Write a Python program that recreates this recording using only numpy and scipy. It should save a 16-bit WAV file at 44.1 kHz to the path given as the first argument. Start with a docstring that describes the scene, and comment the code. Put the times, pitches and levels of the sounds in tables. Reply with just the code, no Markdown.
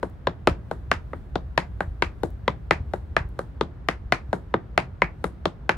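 """Tap dancing on a board

A dancer beats time on a wooden board laid on an outdoor deck, about 4.4 blows a second. Heel digs and
dull heel drops alternate with bright slaps of the toe plates. Each impact launches bending waves: the
board rings briefly, the deck thuds beneath it and a wall answers faintly. A faint high hiss swells
and fades around each heel drop, over a low city rumble."""
import sys
import numpy as np
from scipy import signal
from scipy.fft import rfft, irfft
from scipy.io import wavfile
from scipy.ndimage import uniform_filter1d, minimum_filter1d

SR = 44100
rng = np.random.default_rng(int(sys.argv[2]) if len(sys.argv) > 2 else 0)


def transcribe(u):
    """Save the signal u as a 16-bit wav file named by the first command-line argument.

    u: samples, shape (n,) or (channels, n), limited to [-1, 1]; the rate is SR.
    q: integer samples, one column per channel.
    """
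    v = np.clip(np.atleast_2d(u).T, -1, 1)
    q = np.round(v * 32767).astype(np.int16)
    wavfile.write(sys.argv[1], SR, q)


N = 254456
SIZE = 16384   # samples in the response to one blow
TIME, AGE = np.arange(N) / SR, np.arange(SIZE) / SR
HZ = np.maximum(np.fft.rfftfreq(SIZE, 1 / SR), 1)

# The standing foot drops its heel, a dull knock: t/s, strength/dB, hardness/dB, metal ring/dB,
# low, middle and high resonance of the struck spot f/Hz, left minus right level/dB
HEEL_DROPS = [(0.0298, 0.3, -0.5, -3, 553, 960, 1500, 3.2), (0.713, -1.8, 0, -1.2, 620, 810, 1530, 4),
              (1.1333, -7, 0, -13, 546, 900, 1250, 1.2), (1.8062, -1.4, 10, -0.5, 620, 790, 1565, 2),
              (2.2341, 3, -6.5, 0.3, 464, 812, 1490, 5.3), (2.9362, 0, -0.5, -2, 603, 790, 1580, 4.2),
              (3.3912, -2.3, 0.5, 2.4, 534, 1170, 1590, 2.1), (4.33, 3.6, 1.4, -0.5, 620, 817, 1540, 3.9),
              (5.242, 0.7, 1, 6.7, 540, 820, 1325, 4)]
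# The free heel digs in, a knock with a snap: same columns
HEEL_DIGS = [(0.2712, -0.3, 2.6, -1, 555, 1000, 1590, 2.2), (1.3562, -2.2, -3, -1.2, 414, 714, 1420, 2.9),
             (2.4793, 0.2, 4.6, 1.4, 509, 995, 2020, 2.3), (3.611, 0.5, -4, 0.3, 403, 915, 1220, 2.8),
             (4.5408, 2.2, -0.5, -14, 555, 1005, 1220, 2.2), (5.4556, -0.3, -1, 5.2, 364, 614, 1197, 2.9)]
# The toe brushes back, then steps down, bright slaps: same columns
TOE_TAPS = [(0.473, 7.4, -10, -5.8, 617, 875, 1280, 0.9), (0.9153, -1.2, 1.2, 2.3, 683, 1150, 1580, 1.8),
            (1.5773, 0.4, -2, 0.8, 650, 936, 1810, 4.3), (2.0229, -1.8, 0.3, 1.3, 940, 1580, 2110, 4.6),
            (2.7095, 2.4, -1, -1.8, 870, 1290, 1985, 2.1), (3.1662, -0.3, 1, -4, 653, 1190, 1740, 1.5),
            (3.8866, -2, -1.4, 1.6, 683, 1190, 1900, 4.5), (4.123, 0.3, 0.9, 2.3, 713, 1500, 2076, 3.9),
            (4.7777, 2.6, -2.5, -2.2, 676, 1336, 2070, 1.5), (5.0197, 0.6, 2, -7.7, 560, 998, 2040, 1.8),
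            (5.6933, -0.8, 2, -0.5, 519, 867, 1580, 1.5)]
# Bounds of the five registers knock, clack, crack, ring and tick: f/Hz
REGISTER_EDGES = [200, 700, 1400, 2800, 6000, 15000]
# Tone of each kind of blow: register levels, height of the spot's resonances, resonance of the
# metal plate, and how much of the clack and of the sizzle rings on
DROP_TONE = dict(registers_db=[19, 14.2, 5, -11.5, -22],
             peak_db=13.5, plate_hz=3950, plate_db=12, sustain_db=-12.5, sizzle_db=-8.5)
DIG_TONE = dict(registers_db=[23.3, 20.2, 11, 3, -20],
            peak_db=10.5, plate_hz=3550, plate_db=9, sustain_db=-15, sizzle_db=-15)
TOE_TONE = dict(registers_db=[22.3, 23, 20.5, 6.3, -11.8],
            peak_db=13, plate_hz=2570, plate_db=7.5, sustain_db=-11.6, sizzle_db=-12.3)
# Share of a blow's hardness and of its metal ring that goes to each register
HARDNESS_SHARE = [0, .45, 1, .3, 0]
METAL_SHARE = [0, 0, 0, .55, 1]
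# High modes of the metal plate: f/Hz, width/Hz, height/dB
PLATE_MODES = [(4700, 1700, 2), (7300, 2000, 3), (10090, 2000, 9.5), (13770, 6000, 7.5)]
# Modes of the board, excited unevenly by each blow: f/Hz, height/dB
BOARD_MODES = [(345, 3), (425, 8.5), (540, 4), (1010, 2), (1570, 4.5), (1980, 4)]
# Waves running about in the board, and sound scattered outdoors: f/Hz, relative level/dB, T60/s
BOARD_TAIL = [(100, 6, 0.074), (257, -3.5, 0.064), (500, -12.5, 0.069), (990, -13, 0.085),
              (2040, -15, 0.032), (4000, -12.5, 0.057), (12000, -16.5, 0.024)]
SCATTER_TAIL = [(99.9, 3, 0.84), (252, -12.5, 0.38), (500, -15.5, 0.27), (1000, -16.5, 0.22),
                (1990, -13.2, 0.17), (4000, -17.5, 0.19), (8000, -6, 0.16), (15500, -39, 0.11)]
# Reflections from small hard surfaces: delay/s, level/dB, high-pass corner f/Hz
ECHOES = [(0.0245, -16.5, 3240), (.0440, -38, 2580)]
# Modes of the deck: f/Hz, level/dB re the knock register, T60/s
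DECK_MODES = [(71.3, -62, 0.59), (115, -58.5, 0.15), (144.2, -51.5, 0.13), (174.9, -50.5, .16),
              (256.5, -56.5, 0.14), (347, -54, .15)]
# The deck gives under the shifting weight: t/s, level/dB, f/Hz
THUDS = [(0.512, -19, 65), (0.962, -24, 62), (1.33, -25, 64), (1.876, -22, 62), (2.062, -25, 62),
         (2.803, -24, 84.3), (3.112, -23, 61), (3.206, -21, 68), (3.25, -21.5, 62), (4.053, -26, 55),
         (4.289, -24.5, 91.5), (4.928, -27, 62), (5.58, -27, 62)]
# Small shoe clicks between steps: t/s, level/dB
CLICKS = [(0.099, -34), (2.3044, -29), (3.2902, -32)]
# Spectral densities of the high hiss, city rumble, and far traffic with air: f/Hz, relative level/dB
HISS_SPECTRUM = [(1500, -11), (3500, 9), (6000, -3), (10000, -1.5), (12500, -8), (15000, -3), (17000, -8)]
RUMBLE_SPECTRUM = [(20, -21), (31, 8), (40, 9), (50, 20.5), (60, 22), (78, 18.5), (100, 12.5), (130, 9),
                   (200, -49.5)]
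AIR_SPECTRUM = [(60, -18.5), (130, 4.5), (200, -3), (310, -9), (500, -14), (1000, -20), (1600, -23.5),
                (2500, -34), (4000, -40.5), (6300, -51), (10000, -60), (16000, -77)]
# Slow course of the rumble: t/s, level/dB
RUMBLE_LEVEL = [(0, -40), (0.9, -35.5), (3.0, -36), (3.7, -39), (5.77, -39.5)]
# Likeness of left and right in a diffuse field: f/Hz, correlation
COHERENCE = [(50, 1), (250, 0.77), (600, 0.27), (1500, 0.22), (4000, 0.17), (12000, 0.17)]


def taps(usual_sustain_db=-12.5, usual_sizzle_db=-9, lag_s_per_db=0.000012, lead_s=0.00019):
    """Superposition: each blow sums direct sound, the board's ringing, reflections and deck modes."""
    out = np.zeros((2, N))
    for blows, tone in ((HEEL_DROPS, DROP_TONE), (HEEL_DIGS, DIG_TONE), (TOE_TAPS, TOE_TONE)):
        # a plate that lands flat leaves more of its clack ringing; a loose one sizzles
        clack_db = tone["sustain_db"] - usual_sustain_db
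        sizzle_db = tone["sizzle_db"] - usual_sizzle_db
        sustain = from_db(np.interp(HZ, [0, 1500, 4500, 7500], [0, clack_db, clack_db, sizzle_db]))
        for s, strength_db, hardness_db, metal_db, *spot_hz, pan_db in blows:
            levels_db = np.array(tone["registers_db"]) + strength_db
            levels_db += hardness_db * np.array(HARDNESS_SHARE) + metal_db * np.array(METAL_SHARE)
            direct, drive = impact(levels_db, spot_hz, tone)
            # a foot further to the left reaches the right side later
            pan = from_db(np.array([[pan_db], [-pan_db]]) / 2)
            sides = pan * delay(np.array([[0], [lag_s_per_db * pan_db]]))
            board = diffuse_tail(BOARD_TAIL, start_s=0.0032, rise_s=0.0042)
            scatter = diffuse_tail(SCATTER_TAIL, start_s=0.0081, rise_s=0.0022)
            tail = drive * sustain * (sides * (board + echoes()) + scatter)
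            add_spectrum(out, s - lead_s, sides * direct + tail)
            add(out, s, pan * deck_ring(levels_db[0]))
    return out


def impact(levels_db, spot_hz, tone, dispersion_s=0.000988):
    """Resonances filter an impulse; returns the spectra of the direct sound and of the tail's drive."""
    modes = [(hz, tone["peak_db"]) for hz in spot_hz]
    modes += [(hz, max(0, db + rng.normal(0, 1.5))) for hz, db in BOARD_MODES]
    wood = 1 + sum(resonance(hz, 90 + 0.069 * hz, db) for hz, db in modes)
    # the sole damps the plate, so its resonance is broad: a click, hardly a tone
    plate_hz = tone["plate_hz"]
    plate = 1 + resonance(plate_hz, 0.2 * plate_hz, tone["plate_db"])
    plate += sum(resonance(*mode) for mode in PLATE_MODES)
    edges = edge_reflections(plate_hz)
    colour, power = contact_spectrum(levels_db, plate, wood * edges)
    # bending waves are slower at low frequency, so each blow is a short falling chirp
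    bending = np.exp(-4j * np.pi * dispersion_s * 1000 * (np.sqrt(HZ / 1000) - HZ / 8000))
    # the tail comes from the whole board, so the peaks of the one spot are blurred in it
    blurred = colour * np.sqrt(uniform_filter1d(power / colour ** 2, size=260))
    return minimum_phase(colour * wood) * edges * bending, minimum_phase(blurred) * bending


def contact_spectrum(levels_db, plate, board, bass_db=-19, top_db=-9):
    """How hard and flat the plate lands sets each register; returns excitation and radiated power."""
    bands = list(zip(REGISTER_EDGES, REGISTER_EDGES[1:]))
    knots_hz = [40, 110, *[np.sqrt(low * high) for low, high in bands], 16000]
    weights_db = np.array(levels_db, float)
    for _ in range(4):   # bring each register to its level, resonances included
        knots_db = [levels_db[0] + 2 * bass_db, levels_db[0] + bass_db,
                    *weights_db, weights_db[-1] + top_db]
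        colour = plate * from_db(np.interp(np.log(HZ), np.log(knots_hz), knots_db))
        power = np.mean(np.abs(colour * board) ** 2, axis=0)
        band_power = [power[(HZ >= low) & (HZ < high)].mean() for low, high in bands]
        weights_db += levels_db - 10 * np.log10(band_power)
    return colour, power


def edge_reflections(plate_hz, count=7, gain=0.64, cut_hz=8000, decay_s=0.0076, evenness=0.67):
    """Interference: waves return from the board's edges, at slightly different times on each side."""
    lags_s = rng.uniform(0.000916, 0.003583, (count, 1, 1))
    lags_s = lags_s + 0.00007 * rng.standard_normal((count, 2, 1))
    returns = rng.choice([-1, 1], (count, 1, 1)) * delay(lags_s) * np.exp(-lags_s / decay_s)
    comb = 1 + gain * returns.sum(axis=0) / (1 + (HZ / cut_hz) ** 2)
    # below the plate's resonance they lengthen the blow more than they colour it
    ripple = np.mean(np.abs(comb) ** 2, axis=0) + 0.023
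    flattening = evenness / 2 / (1 + (HZ / plate_hz) ** 4)
    return comb / minimum_phase(ripple ** flattening)


def deck_ring(knock_db, rise_s=0.005):
    """Free vibration: the struck deck rings as a sum of damped modes."""
    ring = 0
    for hz, db, t60 in DECK_MODES:
        amplitude = from_db(knock_db + db + rng.normal(0, 1.4)) * rng.choice([-1, 1])
        mode_hz = hz * rng.normal(1, 0.022)
        ring += amplitude * np.sin(2 * np.pi * mode_hz * AGE) * 1000 ** (-AGE / t60)
    return ring * (1 - np.exp(-AGE / rise_s))


def diffuse_tail(table, start_s, rise_s):
    """Many overlapping paths give octave bands of noise, each with its own decay; returns a spectrum."""
    age = np.maximum(AGE - start_s, 0)
    noise, tail = stereo_noise(SIZE), 0
    for hz in 62.5 * 2. ** np.arange(9):
        band = np.maximum(1 - np.abs(np.log2(HZ / hz)), 0)
        envelope = (1 - np.exp(-age / rise_s)) * 1000 ** (-age / at_hz(table, hz, column=2))
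        paths = irfft(noise * band) * envelope
        paths *= np.sqrt(2 * np.mean(band ** 2) / np.sum(paths ** 2))
        tail += paths * from_db(at_hz(table, hz))
    return rfft(tail)


def echoes(jitter_s=0.0004):
    """Small surfaces reflect only short waves; the paths vary a little with the place of the foot."""
    return sum(from_db(db) * delay(s + rng.normal(0, jitter_s)) * (1j * HZ / (1j * HZ + hz)) ** 2
               for s, db, hz in ECHOES)


def deck_thuds(swell_s=0.004):
    """A soft load drives a low, heavily damped oscillation of the deck."""
    out = np.zeros((2, N))
    envelope = AGE / swell_s * np.exp(1 - AGE / swell_s)
    for s, db, hz in THUDS:
        add(out, s, from_db(db) * np.sin(2 * np.pi * hz * AGE) * envelope)
    return out


def shoe_clicks(corner_hz=4000):
    """Brief metal contacts radiate mostly treble as a foot lifts; the surroundings scatter it."""
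    out = np.zeros((2, N))
    click = minimum_phase((HZ / (HZ + corner_hz)) ** 3)
    for s, db in CLICKS:
        scatter = diffuse_tail(SCATTER_TAIL, start_s=0.004, rise_s=0.003)
        add_spectrum(out, s, from_db(db) * click * (1 + scatter))
    return out


def treble_hiss(rest_db=-96, swell_db=-70.5, after_s=0.035, rise_s=0.08, fall_s=0.07):
    """Amplitude-modulated noise: a faint high hiss swells and fades around each heel drop."""
    level = from_db(rest_db)
    for s, *_ in HEEL_DROPS:
        age = TIME - s - after_s
        level = level + from_db(swell_db) * np.exp(-np.maximum(-age / rise_s, age / fall_s))
    return level * coloured_noise(HISS_SPECTRUM)


def city(air_db=-46.5):
    """Distant sources add incoherently: a slowly varying rumble under steady far traffic and air."""
    rumble_db = np.interp(TIME, *np.transpose(RUMBLE_LEVEL))
    rumble = from_db(rumble_db) * coloured_noise(RUMBLE_SPECTRUM)
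    return rumble + from_db(air_db) * coloured_noise(AIR_SPECTRUM)


def coloured_noise(spectrum):
    """Filtered white noise: steady, stereo, of unit rms."""
    gain = from_db(at_hz(spectrum, np.fft.rfftfreq(N, 1 / SR)))
    noise = irfft(stereo_noise(N) * gain, N)
    return noise / np.sqrt(np.mean(noise ** 2))


def stereo_noise(size):
    """Spectrum of white noise whose left-right coherence falls with frequency."""
    alike = np.clip(at_hz(COHERENCE, np.fft.rfftfreq(size, 1 / SR)), 0, 0.999)
    mid, side = rfft(rng.standard_normal((2, size)))
    return np.sqrt((1 + alike) / 2) * mid + np.sqrt((1 - alike) / 2) * side * [[1], [-1]]


def resonance(hz, width_hz, db):
    """Magnitude that one resonance adds to a flat response."""
    return (from_db(db) - 1) / (1 + ((HZ - hz) / (width_hz / 2)) ** 2)


def minimum_phase(gain):
    """Causality: a response of this magnitude with nothing before the contact."""
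    cepstrum = irfft(np.log(gain + 1e-9))
    cepstrum[1:SIZE // 2] *= 2
    cepstrum[SIZE // 2 + 1:] = 0
    return np.exp(rfft(cepstrum))


def delay(s):
    """A delay is a phase lag proportional to frequency."""
    return np.exp(-2j * np.pi * HZ * s)


def from_db(db):
    """Level to amplitude ratio."""
    return 10 ** (np.asarray(db) / 20)


def at_hz(table, hz, column=1):
    """Interpolation of one column over log frequency."""
    table = np.array(table)
    return np.interp(np.log(np.maximum(hz, 1)), np.log(table[:, 0]), table[:, column])


def add_spectrum(out, s, spectrum, run_in=128):
    """Inverse transform, mixed in at time s with room for the first flank and a faded end."""
    sound = np.roll(irfft(spectrum), run_in, axis=-1)
    k = np.arange(SIZE)
    fades = np.minimum(1, k / run_in * 2) * np.minimum(1, (SIZE - k) / SIZE * 10)
    add(out, s - run_in / SR, sound * fades)


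def add(out, s, sound):
    """Superpose a sound from time s on."""
    start = int(round(s * SR))
    out[:, start:start + sound.shape[-1]] += sound[..., :N - start]


def scene():
    """The sound pressures of dancer, hiss and city add linearly."""
    return taps() + shoe_clicks() + deck_thuds() + treble_hiss() + city()


def record(dry, low_cut_hz=30, ceiling=0.95, stopband_hz=17000):
    """Band and peak limiting: a high-pass, a fast limiter on the sharpest peaks, a steep low-pass."""
    heard = signal.sosfilt(signal.butter(4, low_cut_hz, "high", fs=SR, output="sos"), dry)
    allowed_gain = np.minimum(1, ceiling / (np.abs(heard).max(axis=0) + 1e-9))
    gain = uniform_filter1d(minimum_filter1d(allowed_gain, size=45), size=45)
    return signal.sosfilt(signal.cheby2(14, 70, stopband_hz, fs=SR, output="sos"), heard * gain)


dry = scene()
out = record(dry)
transcribe(out)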